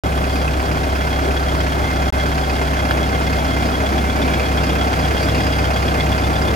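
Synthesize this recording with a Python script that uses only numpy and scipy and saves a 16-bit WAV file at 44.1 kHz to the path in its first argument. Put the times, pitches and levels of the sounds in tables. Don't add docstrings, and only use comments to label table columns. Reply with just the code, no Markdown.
import sys
import numpy as np
from scipy import signal
from scipy.fft import rfft, irfft
from scipy.io import wavfile
from scipy.ndimage import uniform_filter1d

SR = 44100
rng = np.random.default_rng(int(sys.argv[2]) if len(sys.argv) > 2 else 0)


def transcribe(u):
    v = np.clip(np.atleast_2d(u).T, -1, 1)
    q = np.round(v * 32767).astype(np.int16)
    wavfile.write(sys.argv[1], SR, q)


N = 288855
TIME_S = np.arange(N) / SR
BINS_HZ = np.maximum(np.arange(N // 2 + 1) * SR / N, 1)
SHAFT_HZ, FIRST_FIRING_S = 16.835, .0576

# (lateness [s], block knock [dB], valve cover kick [dB])
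CYLINDERS = [(0.0009, 9, -5.5), (0.0017, 7, -3.5), (0.0023, 8.5, -8), (0.005, 7, -2.5)]


def from_db(db):
    return 10 ** (np.asarray(db) / 20)


def unit_rms(x):
    return x / np.sqrt(np.mean(x ** 2) + 1e-20)


def at_time(points):
    return np.interp(TIME_S, *np.transpose(points))


def at_bins(points):
    hz, value = np.transpose(points)
    return np.interp(np.log(BINS_HZ), np.log(hz), value)


def drift(rate_hz):
    return unit_rms(irfft(rfft(rng.standard_normal(N)) / (1 + (BINS_HZ / rate_hz) ** 2), N))


def colour(x, spectrum):
    return irfft(rfft(unit_rms(x)) * from_db(at_bins(spectrum)) * np.sqrt(SR / 2), N)


def decay(clicks, decay_s):
    return signal.lfilter([1], [1, -np.exp(-1 / (decay_s * SR))], clicks)


def walk_gain(walk_db):
    # (time [s], share of path [0-1])
    walk = [(0, 0.6), (1.5, 0.42), (3, 0.7), (4, 0.72), (5.2, 1), (6.55, 0.98)]
    return from_db(walk_db * (at_time(walk) - .5))


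def resonance(x, hz, width_hz):
    radius = np.exp(-np.pi * width_hz / SR)
    poles = [1, -2 * radius * np.cos(2 * np.pi * hz / SR), radius ** 2]
    return unit_rms(signal.lfilter([1, 0, -1], poles, x))


def ring(x, modes):
    return sum(from_db(db) * walk_gain(walk_db) * resonance(x, hz, width_hz)
               for hz, width_hz, db, walk_db in modes)


def tones(turns, orders, waver):
    total = np.zeros(N)
    for order, db, walk_db in orders:
        gain = from_db(db) * walk_gain(walk_db) * (1 + waver * np.sqrt(order) * drift(6.2))
        total += np.sqrt(2) * gain * np.cos(2 * np.pi * (order * turns + rng.random()))
    return total


def chatter(turns, repeat):
    size = int(2 * SR / SHAFT_HZ)
    place_in_cycle = (turns / 2 % 1 * size).astype(int) % size
    pattern = rng.standard_normal((2, size))[:, place_in_cycle]
    return np.sqrt(repeat) * pattern + np.sqrt(1 - repeat) * rng.standard_normal((2, N))


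def double_hits(start_s, level_db, spread_db, gap_s, second_db):
    hits = np.zeros(N)
    for when_s, db in [(start_s, level_db), (start_s + gap_s, level_db + second_db)]:
        sample = np.clip((when_s * SR).astype(int), 0, N - 1)
        hits[sample] = from_db(db + rng.normal(0, spread_db, len(sample)))
    return hits


def blows(turns, cylinder_db, decay_s, slap_db, spread_db):
    firing = np.arange(-2, int(2 * turns[-1]) + 1)
    cylinder = firing % len(CYLINDERS)
    start_s = np.interp(firing / 2, turns, TIME_S) + np.array(CYLINDERS)[cylinder, 0]
    slap_s = .007 * rng.normal(1, .31, len(firing))
    hits = double_hits(start_s, cylinder_db[cylinder], spread_db, slap_s, slap_db)
    return np.sqrt(decay(hits ** 2, decay_s / 2) + 1e-12)


def taps(turns, cylinder, spread_db, bounce_s, bounce_db):
    firing = np.arange(cylinder, int(2 * turns[-1]) + 1, len(CYLINDERS))
    start_s = np.interp(firing / 2, turns, TIME_S) + CYLINDERS[cylinder][0]
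    gap_s = bounce_s * rng.normal(1, .28, len(firing))
    return double_hits(start_s, 0, spread_db, gap_s, bounce_db) + 1e-18


def sustained(force, floor_db):
    return np.sqrt(force ** 2 + np.mean(force ** 2) * from_db(floor_db) ** 2)


def cooling_air():
    # (frequency [Hz], density [dB])
    spectrum = [(100, -70), (1000, -68), (3000, -79), (6000, -85), (8000, -83.5), (11000, -82),
                (16000, -88.5)]
    grit_db = 1.2 * drift(120)
    return colour(rng.standard_normal((2, N)), spectrum) * walk_gain(1.3) * from_db(grit_db)


def fan_hum(rate_hz=91.65):
    # (multiple of rate, level [dB], walk [dB])
    orders = [(1, -46, 8), (2, -41, 10.4)]
    return tones(rate_hz * TIME_S, orders, waver=.25)


def frame_rumble(turns):
    # (frequency [Hz], density [dB])
    spectrum = [(20, -70), (36, -67), (55, -50), (105, -46.5), (150, -53.5), (200, -51.5), (260, -48.5),
                (330, -48.5), (410, -53.5), (520, -52.5), (650, -50.5), (790, -52.5), (950, -58.5),
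                (1400, -55), (3000, -144)]
    push = 1 + .1 * np.cos(2 * np.pi * (2 * turns - .23))
    gain = from_db(-2 + drift(12)) * walk_gain(1.5)
    return gain * colour(chatter(turns, repeat=.18) * push, spectrum)


def noise_swells(turns):
    # (time [s], half length [s], frequency [Hz], width [Hz], level [dB])
    swells = [(0.357, 0.055, 4700, 240, -37.5), (0.629, .006, 800, 400, -25),
              (1.277, 0.067, 372, 70, -25.5), (3.854, 0.81, 243, 50.6, -27.5),
              (4.298, 0.2, 2315, 45, -35.5), (4.9, 0.56, 206, 50, -36.5), (5.235, 0.027, 4750, 350, -33),
              (5.35, 0.36, 105, 35, -29.5), (5.42, 0.18, 4840, 200, -46), (6.1, 0.77, 1030, 200, -40),
              (6.268, 0.19, 260, 200, -35)]
    noise = chatter(turns, repeat=.1)
    return sum(from_db(db) * np.exp(-((TIME_S - at_s) / half_s) ** 2) * resonance(noise, hz, width_hz)
               for at_s, half_s, hz, width_hz, db in swells)


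def fitting_ticks(decay_s=.018):
    # (time [s], frequency [Hz], level [dB])
    ticks = [(.713, 5000, -34), (1.247, 5540, -43), (1.545, 4900, -39), (2.018, 4410, -38),
             (2.258, 4830, -34), (2.376, 4900, -32), (2.497, 4770, -34), (2.565, 4850, -38),
             (3.327, 4900, -36), (3.662, 4850, -33), (4.635, 4900, -30), (4.871, 4850, -34),
             (4.99, 4850, -35), (5.196, 4650, -35), (5.347, 4800, -34), (5.434, 5000, -31),
             (5.467, 4900, -32), (5.522, 4870, -33), (5.585, 4860, -34), (5.7345, 4600, -32),
             (5.824, 4850, -37), (6.18, 4870, -31), (6.327, 4700, -36), (6.415, 4850, -31)]
    contact = rng.standard_normal((2, N))
    total = np.zeros((2, N))
    for at_s, hz, db in ticks:
        envelope = (TIME_S >= at_s) * np.exp(-np.minimum(abs(TIME_S - at_s) / decay_s, 20))
        total += from_db(db) * envelope * resonance(contact, hz, width_hz=150)
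    return total


def fitting_jingle(force, touches_per_s=160, spread_db=1):
    # (frequency [Hz], width [Hz], level [dB], walk [dB])
    modes = [(4240, 67, -47.5, -8), (4500, 35, -49, 0), (4730, 29, -51, 6), (4854, 31, -47, 4),
             (5100, 91, -48, 1)]
    touches = rng.random(N) < touches_per_s / SR * force ** 2 / np.mean(force ** 2)
    sizes = from_db(spread_db * rng.standard_normal(N))
    contacts = touches * sizes * rng.choice([-1, 1], (2, N)) + 1e-18
    soften = signal.butter(4, 6000, fs=SR, output="sos")
    return ring(signal.sosfilt(soften, contacts), modes)


def tappet(turns):
    # (frequency [Hz], width [Hz], level [dB], walk [dB])
    modes = [(2420, 90, -49, 0), (2550, 70, -45.5, 0), (2665, 80, -48.5, 0)]
    # (time [s], gain [dB])
    gain_db = [(0, 0), (.9, 0), (1.1, -4), (2.1, -4), (2.5, -1), (3.2, -1), (3.45, -8), (4.15, -8),
               (4.3, 1), (4.8, 1), (5.05, -7), (5.4, 2), (5.8, 0), (6.3, -7)]
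    strikes = taps(turns, cylinder=2, spread_db=.7, bounce_s=.004, bounce_db=0)
    contact = chatter(turns, repeat=.22) * decay(strikes, decay_s=.006)
    return ring(contact, modes) * from_db(at_time(gain_db))


def valve_snaps(turns, spread_db=2.5):
    # (delay in cycle [s], level [dB])
    closings = [(.0005, 0), (.014, -4), (.0318, -3), (.041, -5), (.062, -5), (.067, -3), (.08, -6),
                (.09, -5)]
    # (frequency [Hz], density [dB])
    spectrum = [(400, -93), (1050, -65), (1500, -59.5), (1900, -68), (2600, -79.5), (5000, -86),
                (7000, -114), (11000, -84), (16000, -111)]
    cycle_s = np.interp(np.arange(0, turns[-1], 2), turns, TIME_S)
    clicks = np.zeros(N + SR)
    for delay_s, db in closings:
        sample = ((cycle_s + delay_s) * SR).astype(int)
        clicks[sample] = from_db(rng.normal(db, spread_db, len(sample)))
    envelope = decay(clicks[:N] + 1e-18, decay_s=.003)
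    return colour(chatter(turns, repeat=.53) * envelope, spectrum)


def cover_buzz(turns):
    # (frequency [Hz], width [Hz], level [dB], walk [dB])
    modes = [(3226, 13, -46, 2), (3322, 6.3, -43, -1), (3466, 42, -53.5, 11)]
    force = blows(turns, np.array(CYLINDERS)[:, 2], decay_s=.011, slap_db=-1, spread_db=.6)
    return ring(chatter(turns, repeat=.55) * sustained(force, floor_db=-9), modes)


def cover_clink(turns, rise_s=.004, spread_hz=85):
    # (time [s], level [dB], centre [Hz])
    clink = [(0, -38, 3290), (.18, -39, 3290), (.3, -33, 3290), (.42, -32, 3290), (.53, -39, 3290),
             (.72, -33, 3290), (.9, -38, 3290), (1.13, -36.5, 3290), (1.28, -32, 3310), (1.6, -33.5, 3300),
             (2.45, -36, 3280), (2.8, -32, 3290), (3.3, -32.5, 3280), (4.3, -30, 3370), (4.7, -28.5, 3340),
             (4.85, -30.5, 3280), (5.3, -28.5, 3290), (5.5, -30, 3290), (5.8, -28, 3310),
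             (6.1, -28.5, 3330), (6.26, -30, 3465), (6.5, -27.5, 3450)]
    at_s, level_db, centre_hz = np.transpose(clink)
    strikes = taps(turns, cylinder=0, spread_db=.5, bounce_s=.008, bounce_db=-1)
    envelope = decay(decay(strikes, rise_s), rise_s) * np.e / (rise_s * SR)
    pitch_hz = np.interp(TIME_S, at_s, centre_hz) + spread_hz * drift(157)
    rasp = np.sqrt(2) * np.sin(2 * np.pi * np.cumsum(pitch_hz) / SR) * (.8 + .35 * drift(300))
    return rasp * envelope * from_db(np.interp(TIME_S, at_s, level_db))


def steel_guard(knock, even_s=.025, flutter_db=2):
    # (time [s], half length [s], gain [dB])
    swells = [(1.01, 0.035, 6), (1.897, .06, 8), (2.223, 0.054, 6.5), (2.395, .05, -2), (2.6, 0.07, 5),
              (2.797, 0.054, 6), (2.98, 0.055, 1), (3.16, .07, 4.5), (3.337, .05, 7), (3.586, 0.064, 8),
              (5.167, 0.044, 0), (5.423, 0.093, 1), (6.008, 0.038, 11.5), (6.18, 0.038, 8)]
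    tone = resonance(knock, hz=2097, width_hz=28)
    power = uniform_filter1d(tone ** 2, size=int(even_s * SR))
    even_tone = tone / np.sqrt(power + .21)
    swell_db = sum(db * np.exp(-((TIME_S - at_s) / half_s) ** 2) for at_s, half_s, db in swells)
    return even_tone * from_db(-38 + swell_db + flutter_db * drift(19)) * walk_gain(1.5)


def hydraulic_pump(turns):
    # (time [s], level [dB])
    throb_db = [(0.05, -33), (0.14, -28.5), (0.35, -34), (0.5, -26), (0.6, -49), (0.73, -26), (0.84, -35),
                (0.91, -45), (0.97, -36), (1.05, -29.5), (1.23, -36), (1.27, -32), (2.29, -30.5),
                (2.42, -28), (2.54, -40), (2.67, -27), (2.83, -33), (3.0, -27), (3.1, -32.5), (3.23, -28.5),
                (3.84, -32), (3.88, -42), (3.97, -27.5), (4.07, -32), (4.13, -38), (4.33, -26.5),
                (4.45, -40), (4.56, -28), (4.81, -30), (4.86, -43), (4.9, -42), (5.04, -23.5), (5.11, -35),
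                (5.31, -29), (5.92, -30.5), (6.07, -27), (6.25, -36), (6.34, -28), (6.46, -29), (6.5, -39)]
    # (multiple of piston rate, level [dB], walk [dB])
    overtones = [(3, -48, 28.5), (4, -38, 6), (5, -35, 2.5)]
    strokes = 9 * turns
    fundamental = np.sqrt(2) * from_db(at_time(throb_db) + .5) * np.cos(2 * np.pi * strokes)
    return fundamental + tones(strokes, overtones, waver=.1)


def engine_drone(turns):
    # (multiple of shaft speed, level [dB], walk [dB])
    exhaust = [(2, -38.5, -7), (3.5, -50.5, 10), (4, -21.5, -0.5), (4.5, -47, 6), (6, -36, 13),
               (10.5, -44.5, 0), (12, -42.5, 14), (14.5, -45.5, 12), (15, -41.5, 0), (16, -37.5, -9),
               (18, -51, 26), (23, -43, -9), (24, -39.5, -5), (30, -40, 8)]
    gears = [(38, -42, 2), (39, -43, 0), (46, -43, 0), (56, -48.5, 6), (62, -50, 6), (68, -50, 8),
             (92, -49, 2), (96.5, -48, 2)]
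    return tones(turns, exhaust + gears, waver=.031)


def diesel_clatter(turns):
    # (frequency [Hz], density [dB])
    spectrum = [(300, -109), (700, -59.5), (1050, -61), (1300, -62.5), (1560, -54), (1900, -65),
                (2550, -71.5), (3000, -68.5), (3900, -72.5), (5000, -72), (6200, -73.5), (7700, -82),
                (10500, -104.5), (16000, -88)]
    # (frequency [Hz], width [Hz], level [dB], walk [dB])
    panels = [(1360, 47, -39, -5), (1675, 6.9, -58, -1), (1807, 100, -45.5, 2), (2308, 23, -44.5, 6),
              (2473, 90, -44, 7), (2784, 20, -51, 14)]
    # (time [s], gain [dB])
    gain_db = [(0, -4), (1.1, -2.1), (2.8, -1.5), (4.1, -1.5), (5.4, -0.6), (6.55, -2)]
    force = blows(turns, np.array(CYLINDERS)[:, 1], decay_s=.017, slap_db=-2, spread_db=1.1)
    knock = chatter(turns, repeat=.4) * sustained(force, floor_db=-1)
    guard = steel_guard(knock) * unit_rms(force ** .2)
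    metal = colour(knock, spectrum) + ring(knock, panels) + guard + fitting_jingle(force)
    return from_db(at_time(gain_db)) * (metal + valve_snaps(turns))


def microphone_ports(direct, scattered):
    # (frequency [Hz], left lead [rad])
    lead_rad = [(60, 0.14), (300, 0.63), (600, 1.42), (1000, 1.79), (1400, 3.5), (1800, 4), (2300, 6.9),
                (3300, 7.1), (4400, 6), (5100, 6.7), (6300, 6.2), (16000, 6.2)]
    # (frequency [Hz], left-right coherence [0-1])
    coherence = [(60, .96), (150, .9), (350, .88), (1400, .82), (2200, .75), (3200, .75), (4200, .4),
                 (5400, .25), (7000, .55), (9000, .15), (15000, .1)]
    # (frequency [Hz], left minus right [dB])
    balance_db = [(60, -1.5), (92, 0.5), (140, -1), (210, 0), (330, -0.5), (500, 3), (770, 5.5), (1170, -3),
                  (1790, -5.5), (2740, 0), (4190, -1), (6410, 0), (9810, -0.5), (15000, 0.5)]
    alike = at_bins(coherence)
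    mid = rfft(direct) * np.sqrt((1 + alike) / 2)
    side = rfft(scattered) * np.sqrt((1 - alike) / 2)
    sign = np.array([[1], [-1]])
    pair = (mid + sign * side) * from_db(sign * at_bins(balance_db) / 2)
    pair[1] *= np.exp(-1j * at_bins(lead_rad))
    return irfft(pair, N)


def scene():
    turns = SHAFT_HZ * (TIME_S - FIRST_FIRING_S) + .002 * drift(1.1)
    hum = engine_drone(turns) + hydraulic_pump(turns) + fan_hum()
    background = cooling_air() + frame_rumble(turns) + noise_swells(turns)
    rattles = fitting_ticks() + tappet(turns) + cover_buzz(turns) + cover_clink(turns)
    direct, scattered = background + rattles + diesel_clatter(turns)
    return microphone_ports(direct + hum, scattered)


def record(dry, cutoff_hz=15900):
    # (start [s], end [s])
    silences = [(-.01, .036), (2.1035, 2.1245)]
    live = np.ones(N)
    for start_s, end_s in silences:
        live[(TIME_S > start_s) & (TIME_S < end_s)] = 0
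    low_pass = signal.ellip(10, .1, 90, cutoff_hz, fs=SR, output="sos")
    return signal.sosfilt(low_pass, dry * uniform_filter1d(live, size=30))


dry = scene()
out = record(dry)
transcribe(out)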